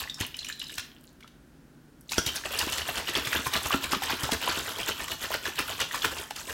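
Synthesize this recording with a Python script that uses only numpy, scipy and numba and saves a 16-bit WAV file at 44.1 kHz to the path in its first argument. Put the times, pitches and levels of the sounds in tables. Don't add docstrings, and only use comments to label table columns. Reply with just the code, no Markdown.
import sys
import numpy as np
from scipy import signal
from scipy.fft import rfft, irfft, next_fast_len
from scipy.io import wavfile
from scipy.ndimage import uniform_filter1d
from numba import njit

SR = 44100
rng = np.random.default_rng(int(sys.argv[2]) if len(sys.argv) > 2 else 0)


def wav_out(sig):
    wavfile.write(sys.argv[1], SR, np.round(np.clip(np.atleast_2d(sig).T, -1, 1) * 32767).astype(np.int16))


N = 288308

# time_s, level_db, length_s
STROKES = [(2.129, -41.5, 0.039), (2.178, -32.5, 0.049), (2.275, -32, 0.037), (2.357, -35.5, 0.057),
           (2.457, -29.5, .022), (2.542, -31, 0.069), (2.609, -27, 0.052), (2.681, -34.5, 0.073),
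           (2.73, -31.5, 0.049), (2.783, -32, 0.064), (2.886, -28, 0.039), (2.976, -29, 0.069),
           (3.086, -29.5, 0.039), (3.166, -26.5, 0.054), (3.266, -35.5, 0.1), (3.351, -27, 0.073),
           (3.459, -33.5, 0.048), (3.554, -23.5, .047), (3.654, -34.5, 0.099), (3.73, -24.5, 0.042),
           (3.841, -30.5, 0.046), (3.928, -26, 0.043), (4.035, -29, .034), (4.106, -26, 0.064),
           (4.234, -32, 0.11), (4.33, -25, .03), (4.425, -31.5, 0.057), (4.489, -27, 0.073),
           (4.575, -30, 0.064), (4.682, -33.5, 0.11), (4.797, -30, 0.065), (4.885, -26, 0.038),
           (5.008, -32, 0.06), (5.113, -31, 0.043), (5.236, -31.5, 0.052), (5.314, -33.5, .04),
           (5.34, -26, 0.028), (5.466, -31, 0.058), (5.593, -27.5, 0.04), (5.702, -34, 0.089),
           (5.811, -27.5, 0.047), (5.949, -32, 0.07), (6.048, -27.5, 0.046), (6.119, -34.5, 0.022),
           (6.185, -36, 0.078), (6.389, -41, 0.081), (6.495, -34.5, 0.06)]
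USUAL_DB = -30
RISE_SHARE = 0.44
EDGE_HZ = 16050


def slosh():
    # centre_hz, width_hz, gain_db
    jar_resonances = [(277, 10, -4), (420, 45, 2.5), (658, 43, 7.5), (924, 370, 5), (1760, 580, 4.5),
                      (3040, 4500, 1), (9580, 1030, -5.5)]
    _, level_db, _, _, gurgle_db, spray_db, _ = surges()
    gurgle = swarm(67, 446, gurgle_db, per_s=420, cycles=7.1, spread_db=0, glide=0.32,
                   crowd_db=-51, stretch=0.85, lag_s=0.0019)
    churn = swarm(476.6, 5294, level_db, per_s=2200, cycles=19.05, spread_db=13, glide=0.2,
                  crowd_db=-35.5, stretch=0.94, lag_s=0.00037)
    spray = swarm(5210, EDGE_HZ, spray_db, per_s=2400, cycles=18.3, spread_db=20, glide=0.13,
                  crowd_db=-42.5, stretch=1.23, lag_s=-0.00039)
    flicker = uniform_filter1d(uniform_filter1d(rng.standard_normal(N), size=130), size=60)
    clumps = unit(amp(3.4 * unit(flicker)))
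    water = amp(-3) * (gurgle + churn + spray * clumps)
    return colour(water, lambda f: sum(db / (1 + (2 * (f - hz) / width) ** 2)
                                       for hz, width, db in jar_resonances))


def surges():
    # time_s, level_db, length_s, relative_spray_db, lean_db
    swirls = [(.004, -32, 0.026, 1.5, 5.5), (0.029, -37.5, .053, -20, 6), (0.214, -28.5, 0.035, -9.5, 3),
              (0.413, -46.5, .11, -9, 10), (0.493, -38, 0.039, -4.5, 13), (0.628, -45.5, 0.068, -11.5, 5),
              (0.705, -45.5, 0.04, 0, 10), (.735, -43.5, 0.068, -5, 22), (0.784, -40, 0.056, -18, 9)]
    rows = [(s, db, length, db - 14, db + spray, lean) for s, db, length, spray, lean in swirls]
    for s, db, length in STROKES:
        force_db = db - USUAL_DB
        gurgle = USUAL_DB - 8.5 + 0.89 * force_db
        spray = USUAL_DB - 4.5 + 0.45 * force_db
        lean = 0.5 + 0.1 * force_db
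        rows.append((s, db, length, gurgle, spray, lean))
    s, db, length, gurgle, spray, lean = np.transpose(rows)
    return s, db, RISE_SHARE * length, (1 - RISE_SHARE) * length, gurgle, spray, lean


def swarm(lo_hz, hi_hz, surge_db, per_s, cycles, spread_db, glide, crowd_db, stretch, lag_s):
    # frequency_hz, density_db
    water_spectrum = [(29, -32), (50, 5.5), (75, 1), (180, -20.5), (264, -8.5), (559, -3), (630, -9.5),
                      (1300, -0.5), (2210, -7), (2880, 2), (5270, -9.5), (8340, -10), (9410, -12.5),
                      (12300, -13), (16000, -17)]
    s, _, rise, fall, _, _, lean_db = surges()
    draws = np.random.default_rng(rng.integers(2 ** 31))
    when, size, strength, sign, damping, bend, luck = draws.random((int(per_s * N / SR), 7)).T
    hz = lo_hz * (hi_hz / lo_hz) ** size
    smallness = np.clip(np.log(hz / 1900) / 0.38, -0.6, 0.5)
    tilt = 10 ** (smallness[:, None] * lean_db / 10)
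    share = tilt * (amp(read(water_spectrum, hz)) ** 2 * hz)[:, None]
    age = (when[:, None] * N / SR - s - lag_s) / stretch
    from_crest = np.maximum(-age / rise, age / fall)
    surge = np.exp(-2 * np.minimum(from_crest, 20)) * amp(surge_db) ** 2
    power = (surge * share / share.mean(0)).sum(1)
    birth_chance = np.clip(np.sqrt(surge.sum(1)) / amp(crowd_db), 0.05, 1)
    life = cycles * 2 ** (2 * damping - 1) / hz * SR
    gain = np.sqrt(power / birth_chance * SR / per_s * 19 / life) * unit(amp(spread_db * strength))
    gain *= np.sign(sign - 0.5) * (luck < birth_chance)
    starts = (when * (N - 1)).astype(np.int64)
    return ring_out(N, starts, gain, hz, life, glide * (2 * bend - 1), onset=0.14)


def taps_and_plops():
    # start_s, level_db, pitch_hz
    pings = [(.019, -32.5, 1040), (.036, -28.5, 1720), (.055, -37, 844), (.075, -29, 1900),
             (0.0972, -22.5, 3610), (0.143, -29.5, 5340), (.249, -26.5, 2800), (0.343, -25.5, 2900),
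             (.39, -22.5, 4060), (0.429, -33, 3380), (.446, -30.5, 5700), (0.467, -29, 2890),
             (0.486, -28, 7150), (0.499, -28, 1720), (.525, -26, 3960), (0.599, -25, 3850),
             (.616, -22.5, 2850), (.641, -33, 4980), (0.668, -32, 3970), (.695, -33.5, 3720),
             (0.696, -34.5, 1660), (0.728, -35, 2830), (1.226, -40.5, 2200), (1.233, -42.5, 3300),
             (1.244, -41.5, 1270), (2.093, -26.5, 3850), (2.132, -22.5, 2480), (2.182, -17.5, 1416),
             (2.289, -19.5, 3000), (2.437, -26, 1730), (2.453, -27.5, 570), (2.508, -29, 550),
             (2.589, -17.5, 4730), (2.612, -20, 2840), (2.691, -22, 2650), (2.728, -25, 2960),
             (2.817, -20, 2890), (2.889, -22.5, 670), (3.073, -21.5, 2860), (3.152, -15.5, 3320),
             (3.25, -23, 3390), (3.351, -23.5, 1600), (3.466, -18, 1040), (3.553, -22, 1630),
             (3.706, -16, 1150), (3.74, -18, 1330), (3.933, -14.5, 1210), (4.02, -23, 770),
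             (4.082, -29.5, 970), (4.291, -21.5, 817), (4.476, -14.5, 970), (4.515, -21.5, 1560),
             (4.831, -23.5, 3080), (4.918, -19.5, 3010), (5.118, -18, 2850), (5.246, -26, 1710),
             (5.305, -25, 606), (5.34, -18.5, 1470), (5.455, -18, 1650), (5.683, -26.5, 1380),
             (5.911, -26, 1820), (6.02, -19, 3330), (6.127, -31.5, 526), (6.308, -26.5, 827)]
    out, t = np.zeros(N), np.arange(2048) / SR
    lead_s = 0.003
    sweep = np.linspace(0, 1, int(2 * lead_s * SR))
    for s, db, hz in pings + stray_pockets():
        t60 = 0.024 * (1000 / hz) ** 0.044
        add(out, s, amp(db) * damped_sine(hz, t60, glide=0.16, onset=0.91))
        burst = noise(len(t), lambda f: -9 * np.log2((f + 1) / (1.04 * hz)) ** 2)
        add(out, s, amp(db - 15) * burst * t / 0.0015 * np.exp(1 - t / 0.0022))
        phase = 2 * np.pi * np.cumsum(hz * (1.5 - 0.5 * sweep)) / SR
        chirp = np.sin(phase) * np.sin(np.pi * sweep) ** 2
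        add(out, s - lead_s, amp(db - 31) * chirp)
    return amp(-2) * out


def stray_pockets(lo_hz=535, hi_hz=3220):
    rows = []
    for s, db, length in STROKES:
        when, weakness, size = rng.random(3)
        start_s = s + (when - RISE_SHARE) * length
        rows.append((start_s, db + 2.5 - 7.5 * weakness, lo_hz * (hi_hz / lo_hz) ** size))
    return rows


def slaps(t60=0.022, snap_t60=0.0038):
    # start_s, level_db, centre_hz, relative_spatter_db
    blows = [(.208, -12, 3520, -28), (.368, -24, 3060, -22), (.446, -20, 2960, -26), (.486, -21, 1830, -18),
             (.781, -9.5, 2240, -22), (.795, -19, 1820, -3), (1.206, -34.5, 2210, -16),
             (1.276, -33, 3080, -30), (2.11, -23, 2600, -8), (2.119, -15, 2460, 5), (2.119, -15, 1000, -20),
             (2.181, -10.5, 1320, 5), (2.263, -7.5, 3670, -8), (2.281, -34, 3110, -17),
             (2.358, -15.5, 3050, 5.5), (2.589, -7, 4650, -13), (2.723, -14, 3100, -0.5),
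             (2.781, -10, 2940, -23), (3.271, -11, 1500, -10), (3.329, -7.5, 1570, -23),
             (3.467, -10, 990, -4.5), (3.536, -9, 3450, -10), (3.659, -10.5, 1090, -1.5),
             (3.839, -15.5, 1740, -9), (3.919, -18.5, 1300, 7), (4.233, -18.5, 3230, 4.5),
             (4.317, -6, 3360, -29), (5.081, -14, 1560, -17), (5.34, -20, 1480, -24),
             (5.556, -22, 3080, -28), (5.589, -7, 1570, -6.5), (5.802, -12.5, 1600, -1),
             (5.944, -11, 1130, -26), (6.046, -4, 1380, -11), (6.307, -17, 2680, -27),
             (6.361, -17, 3500, -26)]
    out, t = np.zeros(N), np.arange(4096) / SR
    for s, db, hz, spatter_db in blows:
        body = noise(len(t), lambda f: -6 * np.hypot(0.3, np.log2((f + 1) / hz))
                     - 2 * np.log2(1 + f / hz) - 9 * np.maximum(np.log2(0.68 * hz / (f + 1)), 0))
        crack = body * amp(db - 60 * t / t60) * (1 - np.exp(-(t / 0.002) ** 2))
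        droplets = amp(spatter_db) * np.linalg.norm(crack) * spatter(len(t), t60, count=16)
        add(out, s - 0.0004, crack + droplets)
        snap = amp(db - 12.5 - 60 * t / snap_t60) * rng.standard_normal(len(t))
        add(out, s + 0.0013, snap)
        front = body[:512] * amp(db - 15.5) * np.exp(-t[:512] / 0.0021)
        add(out, s - len(front) / SR, front[::-1])
        add(out, s, amp(db - 48) * glass())
    return amp(-7) * out


def thumps(thud_cycles=6.4, hard_blow_s=2.182):
    # start_s, level_db, pitch_hz
    blows = [(.207, -27.5, 98), (.209, -27, 312), (2.182, -19.5, 370), (.785, -43, 94), (2.265, -29.5, 110),
             (2.671, -23.5, 333), (3.184, -25, 302), (3.271, -30, 110), (3.359, -21.5, 366),
             (3.394, -25.5, 265), (3.468, -29, 125), (3.558, -28.5, 251), (3.656, -30, 93),
             (3.745, -15, 272), (3.932, -19.5, 340), (3.966, -25.5, 224), (4.133, -23.5, 325),
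             (4.234, -25, 120), (4.323, -20, 255), (4.574, -27.5, 273), (5.602, -27.5, 324),
             (6.051, -30, 370)]
    # pitch_hz, relative_db, t60_s
    cavity_modes = [(262.6, -20, 0.24), (379.3, -22, 0.16)]
    out = np.zeros(N)
    push = damped_sine(82, t60=0.03, glide=-0.1, onset=0.42)
    for s, db, hz in blows:
        add(out, s, amp(db) * damped_sine(hz, thud_cycles / hz, glide=-0.12, onset=0.12))
        add(out, s, amp(db - 19.5) * push)
        add(out, s, amp(db - 46) * glass())
        for mode_hz, mode_db, t60 in cavity_modes:
            hollow = damped_sine(mode_hz * rng.uniform(0.96, 1.06), t60, glide=-0.063, onset=1.1)
            add(out, s, amp(db + mode_db) * hollow)
    add(out, hard_blow_s, amp(-14.5) * damped_sine(306, t60=0.004, glide=-0.2, onset=0.17))
    add(out, hard_blow_s, amp(-24.5) * push)
    add(out, hard_blow_s, amp(-28.5) * glass())
    return out


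def glass():
    # pitch_hz, level_db, t60_s
    modes = [(1600, -5, 0.13), (2850, -9, 0.11), (3315, 14.5, 0.013), (4600, -14, 0.046), (5880, 4, 0.083),
             (5500, -12, 0.052), (6070, -25, 0.063), (6336, -30, 0.088), (7278, -46, 0.03), (7650, -9, .06),
             (11800, -30, .05)]
    t = np.arange(SR // 4) / SR
    ring = np.zeros(len(t))
    for hz, db, t60 in modes + modes:
        cycles = hz * rng.uniform(0.98, 1.025) * t + rng.random()
        ring += amp(db - 60 * t / t60) * np.sin(2 * np.pi * cycles)
    return ring / np.sqrt(2)


def ticks(t60=0.0099):
    # start_s, level_db, centre_hz
    chips = [(.004, -19, 11500), (.086, -33, 7600), (0.144, -25, 7000), (.243, -25, 12000),
             (.266, -20.5, 12500), (.368, -24, 7400), (.387, -35, 6950), (.447, -37, 7000),
             (.525, -38, 11000), (0.595, -23, 8200), (.683, -29, 13000), (.741, -23, 7000),
             (0.755, -27, 8200), (1.01, -38, 12000), (1.04, -36, 11000), (2.01, -33.5, 11000),
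             (2.101, -26, 8700), (2.11, -27, 11000), (2.143, -18, 9000)]
    out, t = np.zeros(N), np.arange(2048) / SR
    for s, db, hz in chips:
        click = noise(len(t), lambda f: -18 * np.log2((f + 1) / hz) ** 2) * amp(-60 * t / t60)
        skips = amp(-7) * np.linalg.norm(click) * spatter(len(t), t60, count=4)
        add(out, s, amp(db) * (click + skips))
    return amp(-11.5) * out


def spatter(size, t60, count):
    delay, pitch, strength = rng.random((count, 3)).T
    hz = 4200 * (15000 / 4200) ** pitch
    starts = (delay ** 2 * 0.71 * t60 * SR).astype(np.int64)
    gains = amp(8.6 * strength - 5 * pitch)
    pings = ring_out(size, starts, gains, hz, lives=16 * SR / hz, glides=0.12 * delay, onset=0.135)
    return pings / np.linalg.norm(pings)


def shoves():
    out = np.zeros(N)
    for s, db, _ in STROKES:
        push = damped_sine(69 * rng.uniform(0.55, 1.37), t60=0.042, glide=-0.2, onset=0.74)
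        add(out, s - 0.0062, amp(-42 + 0.21 * (db - USUAL_DB)) * push)
    return out


def drips(count=26, fade_db=4.5):
    # start_s, length_s, level_db
    drains = [(.0, 0.87, -35), (0.792, .36, -36)]
    out = np.zeros(N)
    for s, length, db in drains:
        wait, pitch, weakness = rng.random((count, 3)).T
        hz = 2800 * (12000 / 2800) ** pitch
        starts = ((s + length * wait ** 2) * SR).astype(np.int64)
        gains = amp(db - fade_db * wait - 9 * weakness)
        out += ring_out(N, starts, gains, hz, lives=14 * SR / hz, glides=0.3 * weakness, onset=0.11)
    return out


def room(x, places=6, places_per_s=31):
    position = np.arange(N) / SR * places_per_s
    out = np.zeros(N)
    for k in range(places):
        distance = abs((position - k + places / 2) % places - places / 2)
        weight = np.cos(np.pi / 2 * np.minimum(distance, 1))
        out += signal.oaconvolve(x * weight, echoes())[:N]
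    return out


def echoes():
    # frequency_hz, t60_s
    decay_times = [(100, 0.73), (500, 0.9), (1500, 0.54), (4000, 0.36), (9000, 0.28), (16000, 0.93)]
    # frequency_hz, gain_db
    tone = [(100, -18.5), (500, -16), (1600, -7), (2300, -7.5), (3600, -1.5), (6000, -1.5), (12000, -10)]
    taps = np.zeros(SR // 2)
    slots = np.arange(300, len(taps) - 20, 20)
    taps[slots + rng.integers(0, 20, len(slots))] = rng.choice([-1., 1.], len(slots))
    hz, t, bands = signal.stft(taps, SR, nperseg=256)
    decay = amp(-60 * t / read(decay_times, hz)[:, None])
    tail = signal.istft(bands * decay, SR, nperseg=256)[1]
    response = colour(tail / np.linalg.norm(tail), lambda f: read(tone, f))
    for delay_s in rng.uniform(0.002, 0.018, size=5):
        add(response, delay_s, amp([-18]))
    return response


def hush():
    # frequency_hz, density_db
    spectrum = [(15, -51), (25, -5), (59, -2.5), (92, -17.5), (149, -2.5), (200, -13), (236, -3.5),
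                (335, -10), (439, -17.5), (796, -23.5), (1290, -26.5), (1440, -21.5), (2160, -31),
                (14400, -41), (16000, -41)]
    return amp(-54.5) * noise(N, lambda f: read(spectrum, f))


def damped_sine(hz, t60, glide, onset):
    t = np.arange(int(t60 * SR) + 8) / SR
    envelope = (1 - np.exp(-(t * hz / onset) ** 2)) * amp(-60 * t / t60)
    return envelope / envelope.max() * np.sin(2 * np.pi * hz * (t + glide * t ** 2 / (2 * t60)))


@njit
def ring_out(size, starts, gains, hz, lives, glides, onset):
    out = np.zeros(size)
    steps = 2 * np.pi * hz / SR
    for k in range(len(starts)):
        for i in range(min(int(lives[k]), size - starts[k])):
            age = i / lives[k]
            envelope = (age / onset) ** 2 if age < onset else np.exp(-6.9 * (age - onset))
            out[starts[k] + i] += gains[k] * envelope * np.sin(steps[k] * i * (1 + glides[k] * age / 2))
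    return out


def colour(x, curve_db):
    size = next_fast_len(len(x) + 2048)
    gain = amp(curve_db(np.fft.rfftfreq(size, 1 / SR)))
    return irfft(rfft(x, size) * gain, size)[:len(x)]


def noise(size, curve_db):
    return unit(colour(rng.standard_normal(size), curve_db))


def amp(db):
    return 10 ** (np.asarray(db) / 20)


def unit(x):
    return x / np.sqrt(np.mean(x ** 2) + 1e-20)


def read(points, hz):
    f, value = np.transpose(points)
    return np.interp(np.log(hz + 1), np.log(f + 1), value)


def add(mix, s, sound):
    part = mix[max(round(s * SR), 0):][:len(sound)]
    part += sound[:len(part)]


def scene():
    jar = slosh() + taps_and_plops() + slaps() + thumps() + ticks() + shoves() + drips()
    return (jar + room(jar) + hush())[None]


def record(dry):
    highpass = signal.butter(2, 38.7, "highpass", fs=SR, output="sos")
    lowpass = signal.firwin(511, EDGE_HZ, window=("kaiser", 9), fs=SR)
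    return signal.oaconvolve(signal.sosfilt(highpass, dry), lowpass[None], "same")


dry = scene()
out = record(dry)
wav_out(out)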